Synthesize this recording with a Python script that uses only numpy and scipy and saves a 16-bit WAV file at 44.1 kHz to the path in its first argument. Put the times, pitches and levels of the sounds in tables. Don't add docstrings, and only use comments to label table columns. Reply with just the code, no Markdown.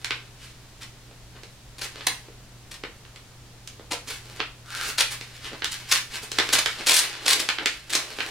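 import sys
import numpy as np
from scipy import signal
from scipy.fft import rfft, irfft
from scipy.io import wavfile

SR = 44100
rng = np.random.default_rng(int(sys.argv[2]) if len(sys.argv) > 2 else 0)


def transcribe(signal):
    frames = np.atleast_2d(signal).T
    limited = np.clip(frames, -1, 1)
    pcm = np.round(limited * 32767).astype(np.int16)
    wavfile.write(sys.argv[1], SR, pcm)


N = 366030
TIME = np.arange(N) / SR


def from_db(db):
    return 10 ** (np.asarray(db) / 20)


def unit_energy(x):
    return x / np.sqrt(np.sum(x ** 2) + 1e-20)


def add(track, start_s, sound):
    at = max(round(start_s * SR), 0)
    track[at:at + len(sound)] += sound[:N - at]


def response(outline, size=2048):
    hz, db = np.transpose(outline)
    grid_hz = np.maximum(np.arange(size // 2 + 1) * SR / size, 1)
    gain = from_db(np.interp(np.log(grid_hz), np.log(hz), db))
    cepstrum = irfft(np.log(gain))
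    causal = np.r_[1, np.full(size // 2 - 1, 2), np.zeros(size // 2)]
    return irfft(np.exp(rfft(cepstrum * causal)))


def through(x, impulse):
    return signal.fftconvolve(x, impulse)[:len(x)]


def tint(x, body_db, treble_db, body_hz=850, treble_hz=5400):
    def split(sound, hz):
        filters = [signal.butter(2, hz, kind, fs=SR, output="sos") for kind in ("low", "high")]
        return [signal.sosfilt(np.tile(sos, (2, 1)), sound) for sos in filters]
    low, rest = split(x, body_hz)
    middle, high = split(rest, treble_hz)
    return from_db(body_db) * low + middle + from_db(treble_db) * high


def resonate(x, resonances):
    for hz, width_hz, lift_db in resonances:
        band = signal.lfilter(*signal.iirpeak(hz, hz / width_hz, fs=SR), x)
        x = x + (from_db(lift_db) - 1) * band
    return x


def drift(per_s, size=N):
    knots = rng.standard_normal(int(size / SR * per_s) + 2)
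    return np.interp(np.arange(size) * per_s / SR, np.arange(len(knots)), knots)


def grains(per_s, spread_db, size=N):
    fires = rng.random(size) < per_s / SR
    strength = from_db(spread_db * np.clip(rng.standard_normal(size), -2, 2))
    return unit_energy(fires * strength * rng.choice([-1, 1], size)) * np.sqrt(size)


def stereo(mid, side):
    # frequency in Hz, side gain in dB.
    width = [(100, -13.5), (400, -12.5), (650, -7.5), (1200, -7.5), (2500, -3), (8000, 0.5), (13000, 0)]
    return mid + through(side, response(width)) * np.array([[1], [-1]])


def room(x, wet_db, t60_s=0.29, build_s=0.0069, scatter_db=-7, scatter_s=0.00038):
    # frequency in Hz, gain in dB.
    colour = [(150, -3.5), (400, -0.5), (1000, 2), (2200, 4), (4500, -0.5), (8000, -1.5), (14000, -0.5)]
    # delay in seconds, level in dB.
    echoes = [(0.0122, -12), (0.0192, -23)]
    t = TIME[:SR // 2]
    decay = from_db(-60 * t / t60_s) * np.clip(t / build_s, 0, 1)
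    tails = [unit_energy(rng.standard_normal(len(t)) * decay) for _ in range(2)]
    mid, side = [from_db(wet_db) * through(tail, response(colour)) for tail in tails]
    mid[0] += 1
    side += from_db(scatter_db) * unit_energy(rng.standard_normal(len(t)) * np.exp(-t / scatter_s))
    for delay_s, db in echoes:
        mid[round(delay_s * SR)] += from_db(db)
    return np.array([through(x, channel) for channel in stereo(mid, side)])


def room_tone(air_db=-49.5, hum_hz=120, hum_db=-53, waver_db=-2.0):
    # frequency in Hz, relative level in dB.
    air = [(20, -4), (38, 3.5), (70, -4.5), (130, -6.5), (200, -10.5), (500, -16.5), (1000, -19.5),
           (2000, -22), (4300, -23), (7000, -26.5), (12000, -34), (16000, -40)]
    mid, side = [through(rng.standard_normal(N), unit_energy(response(air))) for _ in range(2)]
    hum = np.sqrt(2) * np.sin(2 * np.pi * hum_hz * TIME) * from_db(hum_db + waver_db * drift(7.1))
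    return from_db(air_db) * stereo(mid, side) + hum


def package(x):
    # frequency in Hz, width in Hz, lift in dB.
    panels = [(304, 55, 5.5), (458, 95, 5), (800, 47, 1), (1475, 620, 3.5)]
    return resonate(x, panels)


def sliding_hands(catches_per_s=9000, creases_per_s=110, crinkle_db=-4, stroke_db=-3, hold_db=-4):
    # time in seconds, relative level in dB.
    hold = [(0, -53.5), (1.6, -74), (2.1, -41), (2.45, -79), (3.8, -76), (4.3, -67), (4.6, -70), (5.1, -45),
            (5.58, -50), (5.8, -42.5), (6.08, -53), (6.45, -37), (7.4, -39), (7.85, -43.5), (8.3, -47)]
    # middle and length in seconds, then relative level, body and treble in dB.
    strokes = [(0.452, .2, -50, -12, 1), (0.83, 0.062, -39.5, -7, -4.5), (1.36, 0.099, -51, 12.5, -25),
               (1.842, 0.066, -34.5, 0.5, 1), (1.988, .17, -44.5, 9.5, -8), (4.125, 0.19, -38.5, -1, 2.5),
               (4.323, 0.41, -48.5, 8, -2), (4.799, 0.34, -33.5, -6, -2), (4.88, 0.12, -34, 5, 5),
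               (5.125, 0.06, -32, -6, 4), (5.356, 0.04, -42.5, -15, -8), (5.463, 0.12, -36.5, -1, -6),
               (5.528, 0.056, -39.5, 17, -35), (5.733, 0.082, -40.5, -17, 4), (5.933, 0.15, -26, -12, -0.5),
               (6.147, 0.11, -32, -3, -1), (6.239, 0.056, -39, 10, 7), (6.383, 0.063, -38, 2, -4),
               (6.567, 0.14, -24.5, -1, -11), (6.798, 0.11, -37.5, 11, -6), (7.026, 0.1, -22.5, -3, -4),
               (7.144, 0.4, -35, 1.5, -15), (7.336, 0.42, -37, 14.5, 2), (7.619, 0.1, -43.5, 22, -21),
               (7.971, 0.23, -30, 8.5, -4), (8.213, 0.47, -37.5, 9.5, -2)]
    # frequency in Hz, relative level in dB.
    colour = [(100, -14), (300, -5.5), (700, -6.5), (1400, -3), (2400, 0), (4500, 1.5), (6500, -3),
              (10000, -7), (16000, -19.5)]
    friction = grains(catches_per_s, spread_db=3) * from_db(2.5 * drift(per_s=70))
    rustle = friction + from_db(crinkle_db) * grains(creases_per_s, spread_db=9.5)
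    grip = from_db(np.interp(TIME, *np.transpose(hold)) + hold_db)
    out = grip * tint(rustle, body_db=-2, treble_db=-3)
    for middle_s, length_s, db, body_db, treble_db in strokes:
        during = np.abs(TIME - middle_s) < length_s / 2
        swell = np.cos(np.pi * (TIME[during] - middle_s) / length_s) ** 1.95
        stroke = tint(swell * rustle[during], body_db, treble_db)
        add(out, middle_s - length_s / 2, from_db(db + stroke_db) * stroke)
    return through(out, unit_energy(response(colour)))


def wrapping_drag(start_s=4.64, peak_s=4.78, end_s=4.97, hz=1430, width_hz=400, gain_db=-40):
    band = signal.butter(2, [hz - width_hz / 2, hz + width_hz / 2], "band", fs=SR, output="sos")
    rub = unit_energy(signal.sosfilt(band, grains(per_s=1500, spread_db=4))) * np.sqrt(N)
    return from_db(gain_db) * rub * np.interp(TIME, [start_s, peak_s, end_s], [0, 1, 0])


def wrapping_snaps(share, crumple_s=0.0014, rebound=0.6, crack=0.44, gain_db=25.5):
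    # start in seconds, then relative level, body and treble in dB.
    folds = [(0.0448, -28, -19, 10), (0.1063, -22, -5.5, -6.5), (0.832, -55.5, -12, 23.5),
             (1.111, -55.5, 16, -27), (1.4329, -45.5, 7, 12), (2.0071, -35.5, -8, -26),
             (2.283, -53, 17, -6), (2.836, -31.5, 5.5, -7), (3.05, -47, 3, -14), (3.1594, -44, -6, 8),
             (3.674, -44.5, -17, 20.5), (3.7949, -48, 15.5, -23), (4.402, -21, 0, -35),
             (5.2105, -35.5, -0.5, 5.5), (5.6201, -25.5, -5.5, -30), (5.6436, -24.5, -11, 11),
             (6.3162, -35, 1.5, 18.5), (6.385, -14.5, -2.5, 3), (6.3991, -23, -2, -4),
             (6.4894, -29, 6.5, 10), (6.659, -17.5, -10, 5.5), (7.488, -14, -5, 3.5),
             (7.5839, -20, -3.5, -25), (7.658, -13.5, -4, 7), (7.951, -22, 3, 19.5),
             (8.186, -24.5, 0.5, -14), (8.204, -18.5, -24, -18)]
    # frequency in Hz, relative level in dB.
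    colour = [(100, -19), (320, 3), (700, -2), (1400, -0.5), (2400, 4), (4000, 2.5), (6500, -8),
              (10000, -19.5), (16000, -34.5)]
    out = np.zeros(N)
    for start_s, db, body_db, treble_db in folds[share]:
        snap = signal.unit_impulse(SR // 25)
        for lag_s in crumple_s * np.geomspace(0.1, 0.7, 4) * rng.uniform(0.7, 1.3, 4):
            loop = np.r_[1, np.zeros(int(lag_s * SR)), rebound * rng.choice([-1, 1])]
            snap = signal.lfilter(loop[::-1], loop, snap)
        peak = np.argmax(np.abs(snap))
        snap[peak] += crack * np.sign(snap[peak])
        add(out, start_s, from_db(db + gain_db) * tint(unit_energy(snap), body_db, treble_db))
    return through(out, unit_energy(response(colour)))


def peeling_tape(share, breaks_per_s=12000, judder_per_s=350, judder_db=3.5, gain_db=-0.5):
    # start and length in seconds, then relative level, body and treble in dB.
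    pulls = [(1.781, 0.014, -44.5, 8, 4), (1.809, 0.012, -33, -1, 0.5), (2.0661, 0.0051, -14.5, 7.5, 4.5),
             (2.708, 0.045, -44.5, -1, 3), (3.906, 0.029, -31, 14, 2), (4.071, 0.037, -40.5, 8, 3.5),
             (4.392, .01, -37, 17.5, -18), (4.975, 0.038, -21.5, -2.5, 1.5), (5.711, 0.012, -39, -16, 9),
             (5.909, 0.018, -19, -9, 2.5), (6.524, 0.021, -21, 3, 6.5), (6.581, 0.011, -23, 3, 5.5),
             (6.861, 0.057, -21, 3.5, 6), (6.931, 0.063, -21.5, -2, 10), (7.253, 0.015, -23, 7, 1),
             (7.273, 0.063, -18, -4, 5), (7.392, 0.012, -21, -25, 2.5), (7.894, 0.019, -32.5, -2, 4),
             (7.924, 0.035, -24.5, 0, 4.5)]
    # frequency in Hz, width in Hz, lift in dB.
    strip = [(2420, 330, 1.5), (4050, 1780, 5.5)]
    # frequency in Hz, relative level in dB.
    colour = [(100, -42), (300, -12), (750, -6), (1300, -4), (2200, -0.5), (4200, -1.5), (6500, -4.5),
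              (10500, -9), (12500, -17.5), (16000, -24.5)]
    attack_s, let_go_s = 0.0036, 0.0093
    surge_period_s, first_surge_s, surge_db = 0.024, 0.012, 4
    out, t = np.zeros(N), TIME[:SR // 4]
    attack = np.clip(t / attack_s, 0, 1)
    surges = from_db(surge_db * np.cos(2 * np.pi * (t - first_surge_s) / surge_period_s))
    for start_s, length_s, db, body_db, treble_db in pulls[share]:
        release = np.exp(-np.maximum(t - length_s, 0) / min(let_go_s, length_s / 2))
        pull = attack * release * surges
        breaks = grains(breaks_per_s, spread_db=-1.5, size=len(t))
        judder = from_db(judder_db * drift(judder_per_s, size=len(t)))
        rasp = unit_energy(breaks * judder * pull) * np.sqrt(np.sum(pull ** 2))
        add(out, start_s, from_db(db + gain_db) * tint(rasp, body_db, treble_db))
    return through(resonate(out, strip), unit_energy(response(colour)))


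def scene(pan_db=0.16, handling_db=-2):
    rasps = sum(room(package(peeling_tape(slice(i, None, 3))), wet_db=-4.5) for i in range(3))
    snaps = sum(room(package(wrapping_snaps(slice(i, None, 2))), wet_db=-2) for i in range(2))
    rubbing = room(package(sliding_hands() + wrapping_drag()), wet_db=-2)
    channel_gains = from_db(handling_db + np.array([[-pan_db], [pan_db]]))
    return (rasps + snaps + rubbing) * channel_gains + room_tone()


def gain_control(x, threshold_db=-23, slope=0.7, attack_s=0.2, release_db_per_s=0.7):
    pole = np.exp(-1 / (attack_s * SR))
    power = signal.lfilter([1 - pole], [1, -pole], np.mean(x ** 2, axis=0))
    cut_db = slope * np.maximum(10 * np.log10(power + 1e-12) - threshold_db, 0)
    recovery_db = release_db_per_s * TIME
    return x * from_db(recovery_db - np.maximum.accumulate(cut_db + recovery_db))


def record(dry):
    rounded = np.tanh(gain_control(dry))
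    lowpass = signal.firwin(255, 16000, fs=SR)
    return signal.fftconvolve(rounded, lowpass[None], mode="same", axes=1)


dry = scene()
out = record(dry)
transcribe(out)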